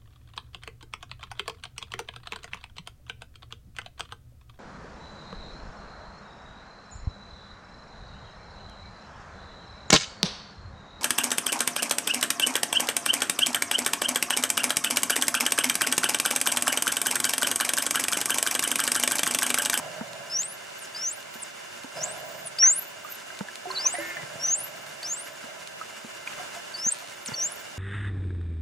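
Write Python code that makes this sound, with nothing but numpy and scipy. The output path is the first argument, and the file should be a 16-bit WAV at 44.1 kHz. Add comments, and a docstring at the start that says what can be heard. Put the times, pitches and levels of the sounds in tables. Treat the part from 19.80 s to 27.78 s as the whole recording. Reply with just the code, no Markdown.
"""A pod of dolphins swims past a camera in a watertight housing, just under the sea surface.
From the start, water hisses, fizzes and surges along the resonant housing, a small motor hums inside and
faint sonar clicks tick. Knocks, louder clicks and rising, arching whistles begin within half a second
and recur throughout. From 2.8 s the dolphins let out ringing bubbles and squawk twice; from 3.9 s brief
chirps surround the start of some whistles. Just after 7 s a click train passes, slowing as it goes."""
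import sys
import numpy as np
from scipy import signal
from scipy.fft import rfft, irfft
from scipy.io import wavfile
from scipy.ndimage import uniform_filter1d

SR = 44100
rng = np.random.default_rng(int(sys.argv[2]) if len(sys.argv) > 2 else 0)


def transcribe(signal):
    """Save signal, clipped to [-1, 1], as a 16-bit WAV file at the path in sys.argv[1]."""
    frames = np.atleast_2d(signal).T
    limited = np.clip(frames, -1, 1)
    pcm = np.round(limited * 32767).astype(np.int16)
    wavfile.write(sys.argv[1], SR, pcm)


N = 351915
TIME = np.arange(N) / SR
BIN_HZ = np.maximum(np.arange(N // 2 + 1) * SR / N, 1)
OPPOSED = np.array([[1], [-1]])  # sign in the left and right channel
SINE_CREST = np.sqrt(2)


def from_db(db):
    """Amplitude ratio of a level."""
    return 10 ** (np.asarray(db) / 20)

def silence():
    """An empty stereo track."""
    return np.zeros((2, N))

def add(out, start_s, sound):
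    """Superposition: a sound sums into the track."""
    i = max(int(start_s * SR), 0)
    out[:, i:i + sound.shape[-1]] += sound[..., :N - i]

def curves(rows):
    """Linear interpolation: the sample times that a table spans, then each column at those times."""
    times, *columns = np.transpose(rows)
    t = TIME[int(times[0] * SR):int(times[-1] * SR)]
    return [t] + [np.interp(t, times, column) for column in columns]

def fade(t, edge_s):
    """Envelope with a linear ramp at each end."""
    return np.clip(np.minimum(t - t[0], t[-1] - t) / edge_s, 0, 1)

def phase_of(hz):
    """Phase is the time integral of frequency."""
    return 2 * np.pi * np.cumsum(hz) / SR

def resonance(hz, centre, width):
    """Magnitude response of a damped resonator, 1 at its centre."""
    return 1 / np.sqrt(1 + ((hz ** 2 - centre ** 2) / (hz * width)) ** 2)

def ring(hz, t60, rise_s, climb=0, spread_rad=0.48):
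    """Free vibration: a damped sine that reaches the two channels with different phases."""
    t = TIME[:SR // 3]
    envelope = from_db(-60 * t / t60) * -np.expm1(-t / rise_s)
    return envelope * np.sin(phase_of(hz * (1 + climb * t / t60)) + OPPOSED * spread_rad)

def shaped_noise(gain):
    """White noise filtered by a gain per frequency bin, at rms 1."""
    x = irfft(rfft(rng.standard_normal(N)) * gain, N)
    return x / np.std(x)

def stereo_noise(size):
    """White noise, partly correlated between the channels."""
    return rng.standard_normal(size) + .5 * rng.standard_normal((2, size))

def drift(per_s, size):
    """Continuous random modulation with a spread of about 1."""
    steps = rng.standard_normal(8000)
    return 1.2 * np.interp(np.arange(size) * per_s / SR, np.arange(len(steps)), steps)

def jumps(per_s, size):
    """Poisson process: a random value holds still, then leaps to a new one."""
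    return rng.standard_normal(size)[np.cumsum(rng.random(size) < per_s / SR)]


def surges(calm_drone_db=-57, calm_hiss_db=-2):
    """Incoherent sources add in power: surges over calm water set the drone and hiss gains in dB."""
    # surges along the housing: (crest time [s], swell [s], drone gain [dB], hiss gain [dB], decay [dB/s])
    swells = [(0.0, .05, -39, -3.5, 20.5), (2.179, .05, -39, -1.5, 22), (3.93, .1, -51, 1.5, 12),
              (4.499, 0.403, -47, -7.5, 7.5), (6.521, .08, -51.5, 1, 18.5), (7.5, .05, -50.5, -1, 20)]
    drone, hiss = from_db(calm_drone_db), from_db(calm_hiss_db)
    for crest_s, swell_s, drone_db, hiss_db, decay in swells:
        age = TIME - crest_s
        flow = np.clip(1 + age / swell_s, 0, 1) * from_db(-decay * np.maximum(age, 0))
        drone = np.hypot(drone, from_db(drone_db) * flow)
        hiss = np.hypot(hiss, from_db(hiss_db) * flow)
    return 20 * np.log10([drone, hiss])

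def water(drone_db, hiss_db, mid_db=-43, side_db=-44, lumpy_db=1.5, flicker_db=1.19, ripple_db=3.0):
    """Forced vibration: the housing's resonances colour the water's hiss and drone under each surge."""
    # hiss spectrum in phase in both channels: (frequency [Hz], relative level [dB])
    mid_spectrum = [(30, -69), (97, -8), (518, -5), (561, -5.5), (1200, -2), (1820, -4.5), (2760, -4.5),
                    (3780, -10), (7100, -9.5), (15500, -27)]
    # hiss spectrum in antiphase between them: (frequency [Hz], relative level [dB])
    side_spectrum = [(30, -19), (156, -13), (360, -8.5), (561, 17.5), (656, 1), (1200, -13.5), (2100, -9),
                     (15500, -28.5)]
    # notch and peaks that the housing gives the hiss: (frequency [Hz], bandwidth [Hz], gain [dB])
    hiss_bands = [(570, 134, -24), (985, 83, 4.5), (1541, 160, 9), (2800, 115, 7.5)]
    # resonances that a surge excites: (frequency [Hz], bandwidth [Hz], relative level [dB])
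    modes = [(149, 48, -5), (634.5, 120, 2), (993, 23, -4.5), (1650, 150, -12)]
    colour = from_db(sum(db * resonance(BIN_HZ, hz, width) ** 2 for hz, width, db in hiss_bands))
    hisses = []
    for points, level_db in ((mid_spectrum, mid_db), (side_spectrum, side_db)):
        hz, db = np.transpose(points)
        spectrum = from_db(np.interp(np.log(BIN_HZ), np.log(hz), db))
        level = from_db(level_db + flicker_db * drift(40, N))
        ripple = from_db(ripple_db * drift(108.75, len(BIN_HZ)))  # many narrow resonances
        hisses.append(level * shaped_noise(spectrum * colour * ripple))
    mid, side = hisses
    body = np.sqrt(sum(from_db(db) ** 2 * resonance(BIN_HZ, hz, width) ** 3 for hz, width, db in modes))
    drone = shaped_noise(body) + 0.35 * OPPOSED * shaped_noise(body)
    drone *= from_db(drone_db + lumpy_db * drift(55, N))
    return from_db(hiss_db) * (mid + OPPOSED * side) + drone

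def fizz(hiss_db, count=340, low_hz=550, high_hz=3600):
    """Tiny bubbles burst and ring as damped oscillators, denser and louder when the water is stirred."""
    out = silence()
    stirring = np.cumsum(from_db(hiss_db) ** 3)
    for when, pitch, strength in rng.random((count, 3)):
        i = np.searchsorted(stirring, when * stirring[-1])
        hz = low_hz * (high_hz / low_hz) ** pitch
        db = -44 + 9 * strength ** 3 + 2 * hiss_db[i]
        add(out, i / SR, from_db(db) * ring(hz, 22 / hz, rise_s=0.00012))
    return out

def motor(waver=0.00085):
    """Periodic motion gives a line spectrum: the camera's drive hums in two barely wavering tones."""
    # tones of the drive: (frequency [Hz], level [dB], phase lead of the right channel [rad])
    tones = [(571, -54.5, 2.36), (1732, -63.5, 0.79)]
    turn = phase_of(1 + waver * drift(20, N))
    return sum(SINE_CREST * from_db(db) * np.sin([hz * turn, hz * turn + lead]) for hz, db, lead in tones)

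def clicks(band_hz=(2400, 8500), crack_s=.0012, rattle_s=0.007, rattle_db=-13, far_per_s=22, far_db=-31):
    """Impulse response: each sonar click, lone, far off or in a train, cracks and rattles the housing."""
    # lone sharp clicks: (time [s], peak level [dB])
    lone_clicks = [(.332, -26), (.62, -25), (.632, -23), (.992, -30), (1.54, -31), (2.035, -28),
                   (2.672, -30), (2.787, -20), (3.59, -24.5), (3.756, -22), (5.065, -31), (5.231, -22.5),
                   (5.874, -23.5), (6.507, -33), (7.46, -22.5)]
    # echolocation, one curve per train: (time [s], click rate [1/s], peak level [dB])
    trains = [
        [(7.10, 140, -31.5), (7.345, 69, -34.5)],
    ]
    impulses = (rng.random(N) < far_per_s / SR) * from_db(far_db - 10 * np.sqrt(rng.random(N)))
    for start_s, db in lone_clicks:
        impulses[int(start_s * SR)] = from_db(db)
    for rows in trains:
        t, rate, db = curves(rows)
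        due = np.flatnonzero(np.diff(np.floor(np.cumsum(rate) / SR)))  # one click per cycle
        impulses[(t[due] * SR).astype(int)] = from_db(db[due] + 2 * rng.standard_normal(len(t))[due])
    t = TIME[:SR // 40]
    envelope = np.exp(-t / crack_s) + from_db(rattle_db) * np.exp(-t / rattle_s)
    band = signal.butter(2, band_hz, "band", fs=SR, output="sos")
    crack = signal.sosfilt(band, stereo_noise(len(t)) * envelope)
    return signal.oaconvolve(impulses[None], crack / np.abs(crack).max(), axes=1)[:, :N]

def knocks(thud_t60=0.054, thud_db=4, low_cut_hz=115):
    """An impact excites normal modes: a round thud of the whole housing and a short ring of its walls."""
    # knocks on the housing: (time [s], level [dB], thud frequency [Hz])
    impacts = [(.21, -26, 225), (1.554, -40.5, 223), (2.043, -34.5, 265), (3.608, -24.5, 201),
               (4.43, -35, 135), (4.554, -36, 134), (5.639, -40.5, 240), (6.245, -35, 232),
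               (7.063, -32, 217), (7.486, -33, 220), (7.517, -32, 128)]
    # modes of the walls: (frequency [Hz], gain [dB], time to decay by 60 dB [s])
    wall_modes = [(470, 6, 0.02), (914, 1.5, 0.031), (1430, 23.5, 0.0039)]
    walls = sum(from_db(db) * ring(hz, t60, rise_s=0.0033) for hz, db, t60 in wall_modes)
    out = silence()
    for start_s, db, hz in impacts:
        thud = from_db(thud_db) * ring(hz, thud_t60, rise_s=0.0008)
        add(out, start_s, from_db(db) * (thud + walls))
    return signal.sosfilt(signal.butter(3, low_cut_hz, "high", fs=SR, output="sos"), out)

def surface_echoes(x, t60):
    """Scattering: the rippled surface returns a short cloud of echoes, partly different per channel."""
    t = TIME[:SR // 4]
    cloud = stereo_noise(len(t)) * from_db(-60 * t / t60)
    return signal.fftconvolve(x[None], cloud / np.linalg.norm(cloud[0]), axes=1)

def whistles(break_hz=9500, arch_s=.05, leap_hz=260, jitter_hz=130, flutter_db=5, near_db=-3, far_db=-29):
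    """Frequency-modulated tones break up as they climb and interfere with their surface echoes."""
    # one curve per whistle, a loud climb to a faint top, mostly followed by a quick fall:
    # (time [s], frequency [Hz], level [dB])
    contours = [
        [(.498, 5020, -39), (.571, 5750, -20.5), (.583, 5950, -38), (.591, 6000, -22), (.63, 7400, -28),
         (.66, 8500, -32), (.735, 11200, -45), (.86, 15600, -130), (1.0, 11400, -45.5), (1.035, 8300, -37.5),
         (1.06, 4530, -46)],
        [(1.147, 4650, -31), (1.19, 5170, -38.5), (1.235, 5670, -28.5), (1.278, 6130, -25), (1.303, 7050, -35),
         (1.315, 7500, -29.5), (1.352, 11000, -46), (1.46, 17000, -78), (1.55, 14250, -53), (1.61, 11000, -46),
         (1.638, 7300, -33)],
        [(2.16, 4900, -49), (2.21, 5420, -35.5), (2.233, 6010, -27), (2.247, 7400, -37), (2.305, 8100, -41.5),
         (2.34, 9500, -49), (2.47, 15600, -60), (2.605, 14300, -50), (2.685, 8400, -34.5)],
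        [(2.785, 4620, -29.5), (2.797, 5440, -24.5), (2.838, 5780, -11), (2.88, 6370, -15), (2.92, 7330, -18),
         (2.945, 8500, -26), (3.03, 13300, -38.5), (3.15, 16200, -75), (3.315, 14100, -38), (3.36, 10700, -41)],
        [(3.968, 4030, -27.5), (4.047, 5610, -32), (4.068, 5940, -17), (4.085, 6500, -28.5), (4.125, 7750, -39),
         (4.129, 7960, -27), (4.19, 11120, -42.5), (4.37, 15900, -62)],
        [(4.597, 5320, -38.5), (4.655, 5910, -22), (4.681, 6250, -29), (4.684, 5930, -19.5), (4.705, 6170, -25),
         (4.742, 6820, -18.5), (4.775, 8260, -35.5), (4.85, 11600, -39), (4.94, 14500, -65), (5.06, 14900, -58),
         (5.15, 8000, -51)],
        [(5.228, 4480, -33.5), (5.29, 6100, -32.5), (5.312, 6620, -25), (5.342, 7230, -26),
         (5.357, 7530, -38.5), (5.4, 8700, -37.5), (5.45, 11570, -46), (5.57, 14800, -68)],
        [(6.94, 4450, -48), (7.025, 5410, -32), (7.09, 6700, -18), (7.113, 7600, -43), (7.123, 8180, -22),
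         (7.14, 9100, -53), (7.28, 15900, -72), (7.43, 14100, -63), (7.467, 8000, -33.5), (7.488, 5300, -32)],
        [(7.553, 6120, -38), (7.585, 5520, -30.5), (7.63, 6080, -24), (7.67, 7220, -27.5), (7.682, 7580, -37),
         (7.76, 12500, -50), (7.83, 15900, -57)],
    ]
    # unsteadiness of each whistle in turn: (roughness [0-1])
    roughness = [.34, .33, .75, .09, .34, .2, .33, .32, .3]
    direction = from_db(OPPOSED * 0.5) * np.exp(1j * OPPOSED * 0.27)  # left is louder and leads in phase
    out = silence()
    for rows, rough in zip(contours, roughness):
        t, hz, db = curves(rows)
        n = len(t)
        rounded = uniform_filter1d(hz, int(arch_s * SR), mode="nearest")
        hz = np.where(hz > break_hz, rounded, hz)
        shaky = np.clip((hz / break_hz) ** 4, rough, 1)  # fully unsteady above break_hz
        leap = np.tanh(jumps(120, n))
        hz = hz + leap_hz * shaky * leap + jitter_hz * rough * drift(900, n)
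        flutter = flutter_db * shaky * (leap + drift(100, n) - 1)
        phase = phase_of(hz) + .45 * rough * drift(1500, n)  # phase noise gives a rough fringe
        fundamental = from_db(db + flutter) * np.exp(1j * phase)
        octave = from_db(-61 + flutter_db * drift(100, n)) * (hz < SR / 6) * np.exp(2j * phase)
        tone = SINE_CREST * fade(t, edge_s=0.0013) * (fundamental + octave)
        add(out, t[0], np.real(tone * direction))
        upward = shaky ** 2 * np.minimum(break_hz / hz, 1) ** 8  # top notes send little to the surface
        add(out, t[0], from_db(near_db) * surface_echoes(upward * tone.real, t60=.08))
        add(out, t[0], from_db(far_db) * surface_echoes(tone.real, t60=0.29))
    return out

def bubbles(climb=0.053, t60_at_khz=0.077, damping_power=1.69, low_cut_hz=220):
    """Bubble resonance: each rings at its own, slightly rising pitch; large, low ones ring longest."""
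    # released bubbles: (time [s], initial level [dB], frequency [Hz])
    releases = [(2.825, -23, 2670), (2.827, -24, 1720), (3.248, -33.5, 1206), (3.287, -39, 1380),
                (3.503, -34, 1550), (3.686, -30.5, 1680), (3.856, -32, 717), (3.87, -38, 376.5),
                (3.903, -28.5, 1033), (4.056, -28.5, 1036), (4.14, -31, 709), (4.153, -24.5, 1923),
                (4.184, -30.5, 580), (4.186, -39, 330), (4.369, -25.5, 1760), (5.64, -37, 1620),
                (6.013, -28.5, 1273), (6.475, -21.5, 2390), (6.597, -35.5, 726), (6.765, -39, 686),
                (7.084, -33, 1620)]
    out = silence()
    for start_s, db, hz in releases:
        t60 = t60_at_khz * (1000 / hz) ** damping_power
        add(out, start_s, from_db(db) * SINE_CREST * ring(hz, t60, rise_s=0.0001, climb=climb))
    return signal.sosfilt(signal.butter(2, low_cut_hz, "high", fs=SR, output="sos"), out)

def squawks(uneven=0.25, octave_db=-25, flutter_db=1.8, top_hz=2350):
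    """Source and filter: fast pulses, alternately strong and weak, pass through one resonance."""
    # one curve per squawk: (time [s], pulse rate [1/s], level [dB], resonance [Hz], bandwidth [Hz])
    calls = [
        [(2.832, 480, -27.5, 1830, 900), (2.858, 530, -34.5, 1680, 1700), (2.902, 490, -40, 1500, 1700)],
        [(4.14, 310, -41, 1960, 500), (4.22, 365, -36.5, 1940, 525), (4.33, 355, -39, 2010, 520),
         (4.435, 325, -48, 1990, 400)],
    ]
    out = silence()
    for rows in calls:
        t, rate, db, centre, width = curves(rows)
        phase = phase_of(rate + 20 * (rate / 500) ** 5 * drift(350, len(t)))  # the fastest turn raspy
        voice = 0
        for k in range(2, 20):  # multiples of half the pulse rate; alternation gives the odd ones
            gain = (uneven if k % 2 else 1) * resonance(k * rate / 2, centre, width) ** 2
            voice += gain * np.exp(.5j * k * (phase + k))
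        voice = signal.sosfilt(signal.butter(8, top_hz, fs=SR, output="sos"), voice)
        voice /= np.std(voice.real)
        octave = from_db(octave_db) * voice ** 2
        envelope = from_db(db + flutter_db * drift(197, len(t))) * fade(t, edge_s=0.0015)
        voice = (voice + octave) * envelope
        add(out, t[0], np.real([voice, voice * np.exp(1j)]))  # right leads by 1 rad
    return out

def chirps(droop_hz_per_s=8000):
    """Linear frequency sweeps: brief tones swell, droop slightly in pitch and stop."""
    # chirps around the start of a whistle: (time [s], duration [s], frequency [Hz], level [dB])
    sweeps = [(3.911, 0.0057, 4280, -29.5), (3.944, 0.027, 4500, -35), (3.957, 0.03, 4000, -29),
              (4.04, .05, 2480, -41), (6.937, .03, 4550, -33), (7.537, 0.017, 4520, -29.5)]
    out = silence()
    for start_s, length_s, hz, db in sweeps:
        t = TIME[:int(length_s * SR)]
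        phase = phase_of(hz - droop_hz_per_s * (t - t.mean()))
        envelope = SINE_CREST * from_db(db) * np.sin(np.pi * t / length_s)
        add(out, start_s, envelope * np.sin(phase))
    return out

def scene(right_db=5.0, right_hz=950, right_width_hz=1200):
    """The sources superpose; the housing passes the midrange of near ones more strongly to the right."""
    drone_db, hiss_db = surges()
    near = water(drone_db, hiss_db) + fizz(hiss_db) + bubbles() + knocks() + motor()
    lean = from_db(right_db / 2 * resonance(BIN_HZ, right_hz, right_width_hz) ** 2)
    near = irfft(rfft(near) * [1 / lean, lean], N)
    return near + whistles() + chirps() + squawks() + clicks()

def record(dry, cutoff_hz=15750):
    """A linear-phase low-pass filter cuts the top steeply."""
    low_pass = signal.firwin(601, cutoff_hz, fs=SR)
    return signal.fftconvolve(dry, low_pass[None], mode="same", axes=1)


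dry = scene()
out = record(dry)
transcribe(out)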